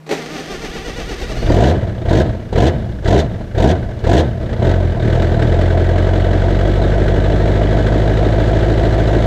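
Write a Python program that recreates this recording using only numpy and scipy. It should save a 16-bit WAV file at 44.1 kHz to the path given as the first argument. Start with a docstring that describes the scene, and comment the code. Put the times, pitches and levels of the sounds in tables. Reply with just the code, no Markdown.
"""A V8 diesel pickup starts from cold, heard from the lawn beside its wide tailpipe.
The engine is a train of strokes timed by the crank: gas slugs ring the pipe, knocks ring the block.
It surges and sags six times, hunts twice more, gently, and settles into a loping, clattering idle
that slowly speeds up. Before it fires, the pump's two sines hum, filtered blows make the starter's
clank, and tooth strikes and noise make its grind. A faint noise band is the distant street."""
import sys
import numpy as np
from scipy import signal
from scipy.io import wavfile
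from scipy.ndimage import uniform_filter1d

SR = 44100
rng = np.random.default_rng(int(sys.argv[2]) if len(sys.argv) > 2 else 0)


def unload_audio(sound):
    """Save the sound as a 16-bit wav file, at the path given as the first command line argument."""
    columns = np.transpose(np.atleast_2d(sound))
    # keep every value between -1 and 1, then stretch to whole-number steps
    steps = np.round(np.clip(columns, -1, 1) * 32767)
    wavfile.write(sys.argv[1], SR, steps.astype(np.int16))


N = 408366
TIME = np.arange(N) / SR

# Levels within a spectrum or a set of modes are relative, unless a layer's own level is stated.
# distant street: pitch_hz, level_db
STREET = [(30, -14), (90, -16), (200, 1.5), (600, -3.5), (2000, -14), (6000, -25), (15000, -36)]
STREET_DB = -47
# hum of the fuel pump, before its swell and fade: pitch_hz, level_db
PUMP = [(156.1, -38), (312.2, -58)]

# the solenoid snaps, then the pinion slams into the ring gear: start_s, level_db, decay_s
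CLANKS = [(0.064, -19, 0.09), (0.092, -6.5, 0.042), (0.111, 0, 0.039), (.128, -9, 0.021)]
# ring of the bell housing: pitch_hz, width_hz, level_db
BELL = [(297, 61, 3), (424, 68, 5.5), (505, 53, -7), (780, 83, -7), (1240, 110, -22), (2050, 510, -13.5),
        (2540, 190, -15), (3900, 580, -18.5), (5730, 1000, -25.5)]
# the clank is dull at the top: pitch_hz, gain_db
CLANK_TREBLE = [(100, 0), (5000, -0.5), (8000, -0.5), (10500, -8), (13000, -6), (15000, -14)]
# the starter's mesh, which keeps a faint remainder after the last row: time_s, gain (0-1)
STARTER_ON = [(.09, 0), (.13, 1), (1.2, 1), (1.42, 0.88), (1.7, 0.5), (1.74, 0.1)]
# rattle of the starter's gears: pitch_hz, level_db
GEARS = [(600, -22), (1000, 1.5), (1500, 2.5), (2050, 4), (3000, -1), (4600, -3.5), (6400, -7),
         (7400, -15.5), (9000, -16.5), (11400, -33.5), (12800, -18), (14200, -36)]
# growl of the starter's housing: pitch_hz, level_db
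HOUSING = [(90, -36), (170, -3), (270, -4.5), (440, -1), (600, -11), (780, -8), (1000, -38), (1800, -38)]
GRIND_ROUGH = .44  # power share of the grinding that is noise rather than tooth strikes
COMPRESSION_PEAK = 0.34  # place in each stroke where the starter strains most
# whine of the starter's own gears, before the mesh gain: time_s, pitch_hz, level_db
WHINE = [(.12, 1400, -57), (.45, 3160, -50), (1.15, 3540, -48), (1.33, 3950, -43), (1.45, 4640, -42),
         (1.7, 5200, -57)]
# partials of the whine: multiple, level_db
WHINE_PARTIALS = [(.5, -7), (1, 0), (1.3, -9)]
# air pumped out of the tailpipe before the engine fires: pitch_hz, level_db
CHUFF = [(12, -16), (24, -3), (34, -1), (55, -3.5), (80, -20), (160, -46)]
# level of that air: time_s, level_db
CHUFF_LEVEL = [(.15, -58), (.6, -34), (1.2, -27.5), (1.5, -21), (1.9, -70)]

# crank speed on the starter: time_s, speed (strokes per second)
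CRANK_SPEED = [(0.12, 4.95), (0.42, 5.75), (0.55, 8), (0.75, 8.7), (1.15, 8.58), (1.33, 12.75),
               (1.42, 21.58)]
# crank speed through the hunts into the warming idle: time_s, speed (strokes per second)
IDLE_SPEED = [(4.52, 25.73), (4.66, 44.26), (4.76, 46.1), (4.92, 39.62), (5.06, 38.3), (5.21, 43.47),
              (5.37, 38.01), (5.6, 44.38), (5.8, 42.39), (6, 45.42), (6.35, 45.66), (6.55, 47.2),
              (6.92, 49.74), (7.15, 49.57), (7.4, 51.22), (8.15, 52.2), (8.5, 53.14), (9.26, 54.09)]
# the governor opens the fuel, the engine races, the fuel is cut:
# open_s, cut_s, top_speed (strokes per second), strength_db
SURGES = [(1.48, 1.71, 84, -1.3), (2.07, 2.21, 78, -.3), (2.54, 2.68, 85, .2), (3.05, 3.19, 81, 1),
          (3.56, 3.71, 90, .6), (4.05, 4.19, 86, 2)]
# two milder hunts follow: open_s, cut_s, strength_db
HUNTS = [(4.598, 4.715, -6.5), (5.02, 5.19, -10.5)]
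LEAD_S, CUT_S = 0.034, 0.027  # the fuel level rises before the opening and takes a moment to shut off
STALL_SPEED, OPEN_SPEED = 24, 35  # strokes per second near stalling and as the fuel opens
CLIMB_POWER = 1.3  # the climb in speed steepens by this power
PICKUP_S, OVERRUN_S = .05, .015  # the crank picks up before full fuel and runs on past the cut
COAST_S = .12  # time constant of the coast down

# cylinders in firing order: exhaust_db, tailpipe_lag_s, blat_db, knock_db, thud_db
CYLINDERS = [(2, -.0011, 0, 6.5, -12), (1, .0003, 3.5, 3.5, -2.5), (1.5, .0012, -2, -2.5, -15),
             (1.5, .0003, 2, 5, -11.5), (-1, -.0012, 1.5, 6.5, -16.5), (1.5, .0002, 2, 2.5, 3),
             (-1.3, .0013, -2, 4.5, -10.5), (1, .0001, 0.5, 2.5, -7.5)]
# boom under the surges, from dead strokes through first firings and coasting to idle: time_s, level_db
BOOM_LEVEL = [(.15, -53), (.7, -38.5), (1.33, -32), (1.38, -20), (1.45, -17.5), (1.95, -22.5), (2.42, -30),
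              (2.88, -22.5), (3.45, -25), (3.98, -25.5), (4.33, -18.5), (4.5, -21.5), (4.7, -16.5),
              (4.87, -14), (4.98, -20), (5.12, -19.5), (5.5, -12), (9.26, -12.5)]
# firings under the surges; the governor holds more fuel as it settles: time_s, blat_db, clatter_db
FIRING_LEVEL = [(1.28, -36, -49), (1.44, -25.5, -37), (2.0, -30, -42.5), (2.45, -34, -46.5),
                (3.95, -33.5, -44.5), (4.5, -27.5, -39.5), (4.97, -25, -37), (5.1, -24.5, -35),
                (5.45, -20, -31.5), (6.3, -20.5, -31.5), (9.26, -19, -30)]
# standing waves of the exhaust system: pitch_hz, width_hz, level_db
PIPE = [(48.8, 16.7, -1), (88.5, 7.3, 3.5), (106.7, 7.5, -6), (119.5, 6.1, -0.5), (153.4, 9, -7.5),
        (188, 8, -9.5), (221.4, 13.3, -7.5)]
# chambers of the muffler, which hold back the tones near their own: pitch_hz, width_hz
MUFFLER = [(122, 58), (172, 55)]
# the pipe under a rush of gas, its standing waves damped: pitch_hz, level_db
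RUSH = [(20, -20), (40, -2.5), (55, -3.5), (82, -0.5), (122, 1), (155, -10.5), (188, -3), (215, -7.5),
        (300, -17), (600, -44)]
# the pipe with the flow only churning: pitch_hz, level_db
CHURN = [(20, -13), (45, -1), (62, 0), (85, -6), (120, 1.5), (150, -13), (186, -5), (230, -9.5),
         (300, -21.5), (600, -45)]
# the firing tone rules while the fuel is open and breaks up once it is cut: greatest power share, drop
RUSH_DB, RUSH_DROP_DB = -.15, 4.5
RUSH_FADE_DB_PER_S = 45
# gas leaving the tailpipe at idle: pitch_hz, level_db
BLAT_IDLE = [(90, -29), (150, -19), (176, -20), (218, -9), (262, -10), (300, -3.5), (340, -1), (440, -5.5),
             (540, -7), (660, -4.5), (790, -17), (900, -17.5), (1150, -28), (2000, -42)]
# gas leaving the tailpipe under full fuel: pitch_hz, level_db
BLAT_FULL = [(80, -40), (140, -2.5), (185, 2), (255, -3.5), (340, -1), (450, -2.5), (540, -10), (715, -5),
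             (866, -18.5), (1010, -15), (1200, -48), (2000, -49)]
# turbulence behind each slug, which holds little bass: pitch_hz, level_db
EDDIES = [(100, -16), (220, -5), (380, -1), (2000, 0.5)]
GAS_LIKENESS = .7  # power share of the turbulence that recurs with each cylinder
# ring of the muffler when two slugs crowd into one manifold: pitch_hz, width_hz, level_db
THUD = [(219, 32, 1.5), (362, 75, -4)]
# the thud is low and soft, without treble: pitch_hz, gain_db
THUD_BAND = [(120, -20), (190, 0), (420, 0), (700, -18), (1500, -45)]
# level of the thud: time_s, level_db
THUD_LEVEL = [(4.5, -46), (5.5, -38), (6.3, -32), (7, -26), (9.26, -28)]
# hiss of the hard-driven jet: pitch_hz, level_db
RASP = [(700, -19.5), (1200, -7.5), (1700, 3), (2400, -7), (3500, -2.5), (5200, -14), (6300, -12),
        (8200, -21), (10500, -36.5), (13000, -33), (15000, -36)]
# ring of the engine block: pitch_hz, level_db
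BLOCK = [(700, -16), (1150, -6.5), (1620, -0.5), (2050, -5), (2650, -14), (3000, -11.5), (4000, -13.5),
         (5300, -24), (6150, -25), (7800, -28), (9200, -39), (11500, -50), (12800, -37), (15000, -53)]
# ringing parts of the engine: pitch_hz, level_db
PARTS = [(1523, 2), (1660, 0.5), (1790, -7), (1954, -3), (2980, -5), (3340, -6.5), (3710, -6.5), (4020, -9)]
# a cold cylinder lights late and knocks hard: start_s, level_db
HARD_KNOCKS = [(5.221, -23.5), (5.424, -25), (5.612, -25), (5.982, -25), (7.080, -23), (7.477, -26),
               (7.771, -28), (7.868, -24.5), (9.077, -28)]
# an overfuelled slug bangs out of the tailpipe: start_s, level_db
BANGS = [(1.502, -5.5), (2.057, -18), (2.105, -13), (2.528, -14), (2.575, -11), (3.122, -9), (3.641, -9),
         (4.041, -18), (4.195, -6)]
# hard-driven firings crack sharply during the surges: start_s, level_db
CRACKS = [(2.093, -30), (2.527, -34.5), (2.575, -31), (2.665, -25), (3.045, -34), (3.075, -27),
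          (3.197, -22.5), (3.581, -29), (3.697, -33), (3.989, -40), (4.038, -41), (4.137, -30),
          (4.176, -25), (4.199, -24.5)]
# colour of the cracks: pitch_hz, level_db
CRACK = [(900, -15), (1700, 5), (2400, -7), (3550, 5.5), (4200, 1), (5200, -9), (6300, -7.5), (8200, -16.5),
         (10500, -31), (13000, -29), (15000, -30)]
EDGE_HZ = 15150  # upper band limit


def amp(db):
    """Decibels express an amplitude ratio as 20 times its common logarithm."""
    return 10 ** (np.asarray(db) / 20)


def noise():
    """White noise carries equal power at every frequency."""
    return rng.standard_normal(N)


def along(rows):
    """A two-column path is followed in time by linear interpolation."""
    return np.interp(TIME, *np.transpose(rows))


def evened(x):
    """Division by the root mean square gives unit power."""
    return x / np.sqrt(np.mean(x ** 2) + 1e-20)


def steadied(x, span):
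    """Division by the running rms gives roughly unit power over every stretch of span seconds."""
    size = max(int(span * SR), 8)
    power = uniform_filter1d(uniform_filter1d(x ** 2, size), size)
    return x / np.sqrt(abs(power) + 1e-4 * np.mean(x ** 2))


def colour(x, points):
    """Minimum phase: the Hilbert transform of the log gain makes a (Hz, dB) response causal."""
    hz, db = np.transpose(points)
    grid = np.fft.rfftfreq(16384, 1 / SR)
    log_gain = np.log(amp(np.interp(np.log(grid + 1), np.log(hz), db)))
    log_gain -= np.maximum(np.log(grid / hz[-1] + 1e-9), 0) * 3  # cubic fall above the last point
    both_sides = np.r_[log_gain, log_gain[-2:0:-1]]
    ring = np.fft.ifft(np.exp(np.conj(signal.hilbert(both_sides)))).real
    return signal.oaconvolve(x, ring[:len(ring) // 2])[:N]


def resonances(modes):
    """Resonance: the powers of (Hz, width, dB) modes add into one (Hz, dB) response."""
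    grid = np.geomspace(12, 15000, 1200)
    power = sum(amp(db) ** 2 / (1 + ((grid ** 2 - hz ** 2) / (grid * width)) ** 2)
                for hz, width, db in modes)
    return np.c_[grid, 10 * np.log10(power)]


def clicks(times, sizes):
    """An impulse at each time excites whatever filter follows."""
    return np.bincount(np.clip(times * SR, 0, N).astype(int), sizes, N + 1)[:N]


def fade(x, time):
    """First-order relaxation smears each impulse into an exponential decay of unit area."""
    keep = np.exp(-1 / (time * SR))
    return signal.lfilter([1 - keep], [1, -keep], x + 1e-30)


def puffs(train, grain, rise, decay, echo_db, echo_time):
    """Scattering: each impulse starts a noisy burst; underbody and house fronts add a tail."""
    power = fade(fade(fade(train ** 2, rise / 2), rise / 2), decay / 2)
    power = power + amp(echo_db) ** 2 * fade(power, echo_time)
    return np.sqrt(abs(power)) * grain


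def blend(a, b, share):
    """Powers of unrelated sounds add: an equal-power mix holding the given share of b."""
    share = np.clip(share, 0, 1)
    return np.sqrt(1 - share) * a + np.sqrt(share) * b


def panels(x, wet_db, t60):
    """Reverberant decay: the many faint rings of frame and sheet metal."""
    t = np.arange(SR // 2) / SR
    sparse = rng.random(len(t)) < 2500 / SR  # about 2500 reflections per second
    taps = rng.standard_normal(len(t)) * sparse * (t > .002) * amp(-60 * t / t60)
    return x + amp(wet_db) * signal.oaconvolve(x, taps / np.linalg.norm(taps))[:N]


def bursts(events, response, rise, decay):
    """Impulsive excitation: noisy blows of one colour, each scaled by its row's level."""
    s, db = np.transpose(events)
    power = fade(fade(clicks(s, amp(db) ** 2), rise), decay / 2) * SR * decay / 2
    return np.sqrt(abs(power)) * steadied(colour(noise(), response), span=0.0087)


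def distant_street():
    """Many unresolved distant sources add up to steady coloured noise."""
    return amp(STREET_DB) * evened(colour(noise(), STREET))


def pump():
    """Periodic vibration: the electric fuel pump hums in two sines, swelling and then sinking."""
    hum = sum(amp(db) * np.sqrt(2) * np.sin(2 * np.pi * hz * TIME) for hz, db in PUMP)
    return hum * np.interp(TIME, [.05, .15, .4, 1.4], [.75, 1.2, 0.93, 0.45])


def engage(db=-13.5):
    """Impact: steel slams on steel and rings the resonances of the bell housing."""
    power = sum(amp(size) ** 2 * (TIME > s) * np.exp(-2 * abs(TIME - s) / decay)
                for s, size, decay in CLANKS)
    shudder = noise()
    housing = resonances(BELL)
    scale = np.std(colour(shudder, housing))
    return amp(db) * colour(colour(np.sqrt(power) * shudder, housing), CLANK_TREBLE) / scale


def starter(turns, teeth=50, free_speed=13, sag=.13, scatter_db=3.0, housing_rough=0.65):
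    """Gear meshing: tooth strikes, slowed at each compression, excite housing growl and gear rattle."""
    speed = np.minimum(np.gradient(turns) * SR, free_speed)  # the clutch slips once the engine runs ahead
    slowing = 1 - sag * np.sin(2 * np.pi * (turns - COMPRESSION_PEAK))
    mesh = np.cumsum(teeth * speed * slowing) / SR
    times = TIME[1:][np.diff(np.floor(mesh)) > 0]
    strikes = clicks(times, amp(scatter_db * rng.standard_normal(len(times))))
    ringing = panels(steadied(strikes, span=0.033), wet_db=-1.0, t60=0.055)
    grind = blend(ringing, noise(), GRIND_ROUGH)
    growl = blend(grind, noise(), housing_rough)
    return steadied(colour(growl, HOUSING), span=0.046), steadied(colour(grind, GEARS), span=0.05)


def cranking(turns, growl_db=-30, growl_swing_db=5, rattle_db=-33, rattle_swing_db=2.5,
             bite=1.9, uneven_db=0.4):
    """Varying load: the starter strains once per compression until the firings take its load."""
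    growl, rattle = starter(turns)
    depth = np.interp(TIME, [.2, .4, 1.25, 1.42], [0.04, 0.71, 0.85, 0.1])
    strain = np.cos(2 * np.pi * (turns - COMPRESSION_PEAK)) * depth
    luck = rng.standard_normal(int(turns[-1]) + 1)
    stiffness_db = uneven_db * np.interp(turns - COMPRESSION_PEAK, np.arange(len(luck)), luck)
    growling = amp(growl_db + growl_swing_db * strain + stiffness_db) * growl
    rattling = amp(rattle_db + rattle_swing_db * np.tanh(bite * strain)) * rattle
    return along(STARTER_ON) * (growling + rattling)


def whine(turns, width_hz=210, sag=0.1, flutter_db=3):
    """Tooth-meshing tones follow shaft speed: a broken voice dips at each compression, then climbs."""
    s, pitch_hz, level_db = np.transpose(WHINE)
    dip = -sag * np.sin(2 * np.pi * (turns - COMPRESSION_PEAK)) * np.interp(TIME, [1.15, 1.3], [1, 0])
    angle = 2 * np.pi * np.cumsum(np.interp(TIME, s, pitch_hz) * (1 + dip)) / SR
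    blur_s = 1 / (np.pi * width_hz)
    out = 0
    for multiple, db in WHINE_PARTIALS:
        blur = fade(fade(noise(), blur_s), blur_s)  # slow noise spreads the tone into a band
        flutter = amp(flutter_db * evened(fade(fade(noise(), .006), .006)))
        out = out + amp(db) * evened(np.cos(multiple * angle) * blur * flutter)
    return out * amp(np.interp(TIME, s, level_db)) * along(STARTER_ON)


def chuff():
    """Flow noise: the pistons pump cold air through the pipe in a dull flutter."""
    air = steadied(colour(noise(), CHUFF), span=.15)
    return air * amp(along(CHUFF_LEVEL)) * (TIME > CRANK_SPEED[0][0])


def rev(start, cut, top):
    """Torque and drag: a steepening climb, then cold oil slows the flywheel almost to a stall."""
    crest = cut + OVERRUN_S
    share, age = np.linspace(0, 1, 5), np.array([.05, .1, .2])
    climb = zip(start + share * (crest - start), OPEN_SPEED + (top - OPEN_SPEED) * share ** CLIMB_POWER)
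    coast = zip(crest + age, STALL_SPEED + (top - STALL_SPEED) * np.exp(-age / COAST_S))
    return [(start - PICKUP_S, STALL_SPEED), *climb, *coast]


def crank():
    """Speed integrates to strokes turned; each whole stroke gives a time and a row of cylinder values."""
    swings = [point for start, cut, top, _ in SURGES for point in rev(start, cut, top)]
    speed = np.interp(TIME, *np.transpose(CRANK_SPEED + swings + IDLE_SPEED), left=0)
    turns = np.cumsum(speed) / SR
    stroke = np.arange(1, int(turns[-1]) + 1)
    return turns, np.interp(stroke, turns, TIME), np.array(CYLINDERS)[stroke % len(CYLINDERS)].T


def surging(base_db, peak_db, rise, climb_db, drop_db, fade_db_per_s, follow):
    """Fuel sets the level in dB: it rises, climbs with speed, drops at the cut and fades to the base."""
    t, power = TIME[::SR // 1000], 0  # about one step per millisecond
    for start, cut, *_, strength_db in SURGES + HUNTS:
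        attack = np.clip((t - start + LEAD_S) / rise, 0, 1)
        sag_db = np.interp(t, [start, cut, cut + CUT_S], [climb_db, 0, drop_db])
        sag_db = sag_db + fade_db_per_s * np.maximum(t - cut, 0)
        depth = amp(min(strength_db, 0))  # a mild surge is cut less deeply
        power = power + (attack * amp(peak_db + follow * strength_db - depth * sag_db)) ** 2
    return 10 * np.log10(amp(base_db) ** 2 + np.interp(TIME, t, power))


def signature(times, likeness):
    """Partly recurring noise: each cylinder has its own path through the manifold and the block."""
    stroke = np.maximum(np.searchsorted(times, TIME) - 1, 0)
    age = np.clip((TIME - times[stroke]) * SR, 0, 4095).astype(int)  # samples since the stroke
    own = rng.standard_normal((len(CYLINDERS), 4096))
    return blend(noise(), own[stroke % len(CYLINDERS), age], likeness)


def muffled(x):
    """All-pass dispersion: chambers delay their own bands, so a sharp slug becomes a rolling wave."""
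    for hz, width_hz in MUFFLER:
        keep = np.exp(-np.pi * width_hz / SR)
        poles = [1, -2 * keep * np.cos(2 * np.pi * hz / SR), keep ** 2]
        x = signal.lfilter(poles[::-1], poles, x)
    return x


def firing_tone(turns, count=4, tilt_db=-2, delay=0.00804, jitter=.022, uneven_db=1.4):
    """Harmonics of the firing rate glide with the crank; cold strokes vary in time and strength."""
    speed = np.gradient(turns) * SR
    turned = np.interp(TIME - delay, TIME, turns)
    luck = rng.standard_normal((int(turns[-1]) + 1, count + 1)).T
    slip, *sizes = [np.interp(turned, np.arange(len(row)), row) for row in luck]
    tone = 0
    for k, size in enumerate(sizes, 1):
        level_db = np.interp(k * speed, *np.transpose(RUSH)) + tilt_db * k + uneven_db * size
        tone = tone + amp(level_db) * np.cos(2 * np.pi * k * (turned + jitter * slip))
    return tone


def boom(turns, times, db, coasting, rush, scatter_db=1.95, coast_rough=0.42, rumble_db=-25):
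    """Pipe resonance: slugs ring it, a rush of gas sweeps freely, and without fuel the flow churns."""
    train = steadied(clicks(times, amp(db + scatter_db * rng.standard_normal(len(times)))), span=0.17)
    body = [(15, -9.0), (40, 1), (240, 0.5), (300, -13.5), (600, -34.5)]
    ringing = steadied(muffled(colour(colour(train, resonances(PIPE)), body)), span=0.047)
    churn = evened(colour(noise(), CHURN))
    rumble = evened(colour(noise(), [(8, -13), (20, -1), (35, -3.5), (70, -23)]))
    pulsing = blend(ringing, churn, coast_rough * coasting)
    flow = blend(pulsing, steadied(firing_tone(turns), span=0.042), rush)
    return steadied(flow, span=0.053) + amp(rumble_db) * rumble


def blat(times, db, load, scatter_db=1.1, rough=0.55, delay=0.005016, bounce=0.00414, bounce_db=-5):
    """Steep wave fronts are rich in overtones: they and the turbulence behind bark from the tailpipe."""
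    sizes = amp(db + scatter_db * rng.standard_normal(len(times)))
    train = clicks(times + delay, sizes)
    fronts = train + amp(bounce_db) * clicks(times + delay + bounce, sizes)  # thrown back by the truck bed
    grain = colour(signature(times, GAS_LIKENESS), EDDIES)
    eddies = puffs(train, grain, rise=0.00091, decay=0.02, echo_db=-1.5, echo_time=0.03)
    gas = blend(evened(fronts), evened(eddies), rough)
    idle = steadied(colour(gas, BLAT_IDLE), span=0.15)
    return blend(idle, steadied(colour(gas, BLAT_FULL), span=0.063), load)


def thud(times, db, scatter_db=2.2, delay=.004):
    """Uneven pulses: crowded slugs make the idle lope, twice in each round of the cylinders."""
    train = clicks(times + delay, amp(db + scatter_db * rng.standard_normal(len(times))))
    body = steadied(colour(colour(train, resonances(THUD)), THUD_BAND), span=0.35)
    return body * amp(along(THUD_LEVEL)) * (TIME > THUD_LEVEL[0][0])


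def rasp(times, scatter_db=1.6):
    """Jet noise: under full fuel every slug tears at the rim of the pipe."""
    train = clicks(times + 0.0033, amp(scatter_db * rng.standard_normal(len(times))))
    jet = puffs(train, noise(), rise=0.0026, decay=0.0088, echo_db=-9, echo_time=0.013)
    return steadied(colour(jet, RASP), span=0.089)


def clatter(times, db, scatter_db=1.2, tick_db=-3):
    """Structure-borne sound: diesel knock rings the block; injectors and valves tick between knocks."""
    luck = rng.standard_normal((len(times), 4)).T
    knocks = clicks(times + 0.0058 + 0.001 * luck[0], amp(db + scatter_db * luck[1]))
    ticks = clicks(times + 0.011 + 0.0017 * luck[2], amp(db + tick_db + scatter_db * luck[3]))
    grain = signature(times, likeness=.35)
    blows = puffs(knocks + ticks, grain, rise=0.0036, decay=0.0063, echo_db=-1, echo_time=0.034)
    return steadied(panels(colour(blows, BLOCK), wet_db=-11.0, t60=0.054), span=0.18)


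def pings(times, db, ring=0.0066):
    """Damped modes: each knock rings a few stiff parts of the engine, differently at every blow."""
    t = np.arange(SR // 12) / SR
    envelope = np.exp(-t / ring) * (1 - np.exp(-t / 0.0011))
    out = np.zeros(N)
    for hz, size_db in PARTS:
        blows = clicks(times + .007, amp(db + size_db) * rng.standard_normal(len(times)))
        out += signal.oaconvolve(blows, np.sin(2 * np.pi * hz * t) * envelope)[:N]
    return steadied(out, span=0.27)


def misfires():
    """Irregular combustion: hard knocks in the block, bangs and cracks in the pipe."""
    knocks = bursts(HARD_KNOCKS, BLOCK, rise=.001, decay=0.0069)
    bangs = bursts(BANGS, BLAT_FULL, rise=0.00066, decay=0.0093)
    return knocks + bangs + bursts(CRACKS, CRACK, rise=0.0016, decay=0.012)


def engine(turns, times, cylinders, stumble_db=2.0, ping_share=.21):
    """Superposition: boom, blat and clatter follow the surges of fuel, each in its own measure."""
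    slug_db, lag, bark_db, knock_db, thud_db = cylinders
    s, blat_base, metal_base = np.transpose(FIRING_LEVEL)
    boom_db = surging(along(BOOM_LEVEL), peak_db=-12.0, rise=0.059, climb_db=0,
                      drop_db=2.5, fade_db_per_s=59, follow=0.12)
    blat_db = surging(np.interp(TIME, s, blat_base), peak_db=-13.5, rise=0.073, climb_db=4.5,
                      drop_db=6.0, fade_db_per_s=104, follow=0.76)
    metal_db = surging(np.interp(TIME, s, metal_base), peak_db=-27, rise=0.057, climb_db=3.5,
                       drop_db=7, fade_db_per_s=94, follow=0.55)
    gas_db = surging(-60, peak_db=3, rise=.02, climb_db=0, drop_db=RUSH_DROP_DB,
                     fade_db_per_s=RUSH_FADE_DB_PER_S, follow=2)
    rush = amp(np.minimum(gas_db, RUSH_DB)) ** 2
    load = 1 / (1 + np.exp(-(blat_db + 17.0) / 1.0))  # the hardest firings are the brightest
    coasting = 1 / (0.5 + np.exp((boom_db + 17.5) / 1.3))  # weak strokes carry no fuel
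    luck = np.interp(TIME, times, rng.standard_normal(len(times)))
    stumble = amp(stumble_db * np.minimum(coasting, 1) * luck)
    low = amp(boom_db) * boom(turns, times + lag, slug_db, coasting, rush)
    middle = amp(blat_db) * blat(times + lag, bark_db, load) + thud(times + lag, thud_db)
    metal = blend(clatter(times, knock_db), rasp(times + lag), load)
    metal = blend(metal, pings(times, knock_db), ping_share)
    turning = np.interp(TIME, [.09, .13], [0, 1])
    fired = np.interp(TIME, [1.25, 1.32], [0, 1])
    return stumble * (turning * low + fired * (middle + amp(metal_db) * metal))


def scene():
    """Superposition of pressures: pump, starter and engine over a quiet street."""
    turns, times, cylinders = crank()
    background = distant_street() + pump()
    starting = engage() + cranking(turns) + whine(turns) + chuff()
    return (background + starting + engine(turns, times, cylinders) + misfires())[None]


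def record(dry):
    """Saturation rounds off the loudest peaks; a linear-phase low-pass then limits the band."""
    held = dry / (1 + (dry / .97) ** 8) ** (1 / 8)
    low_pass = signal.firwin(511, EDGE_HZ, window=("kaiser", 9), fs=SR)
    return signal.oaconvolve(held, low_pass[None], "same")


dry = scene()
out = record(dry)
unload_audio(out)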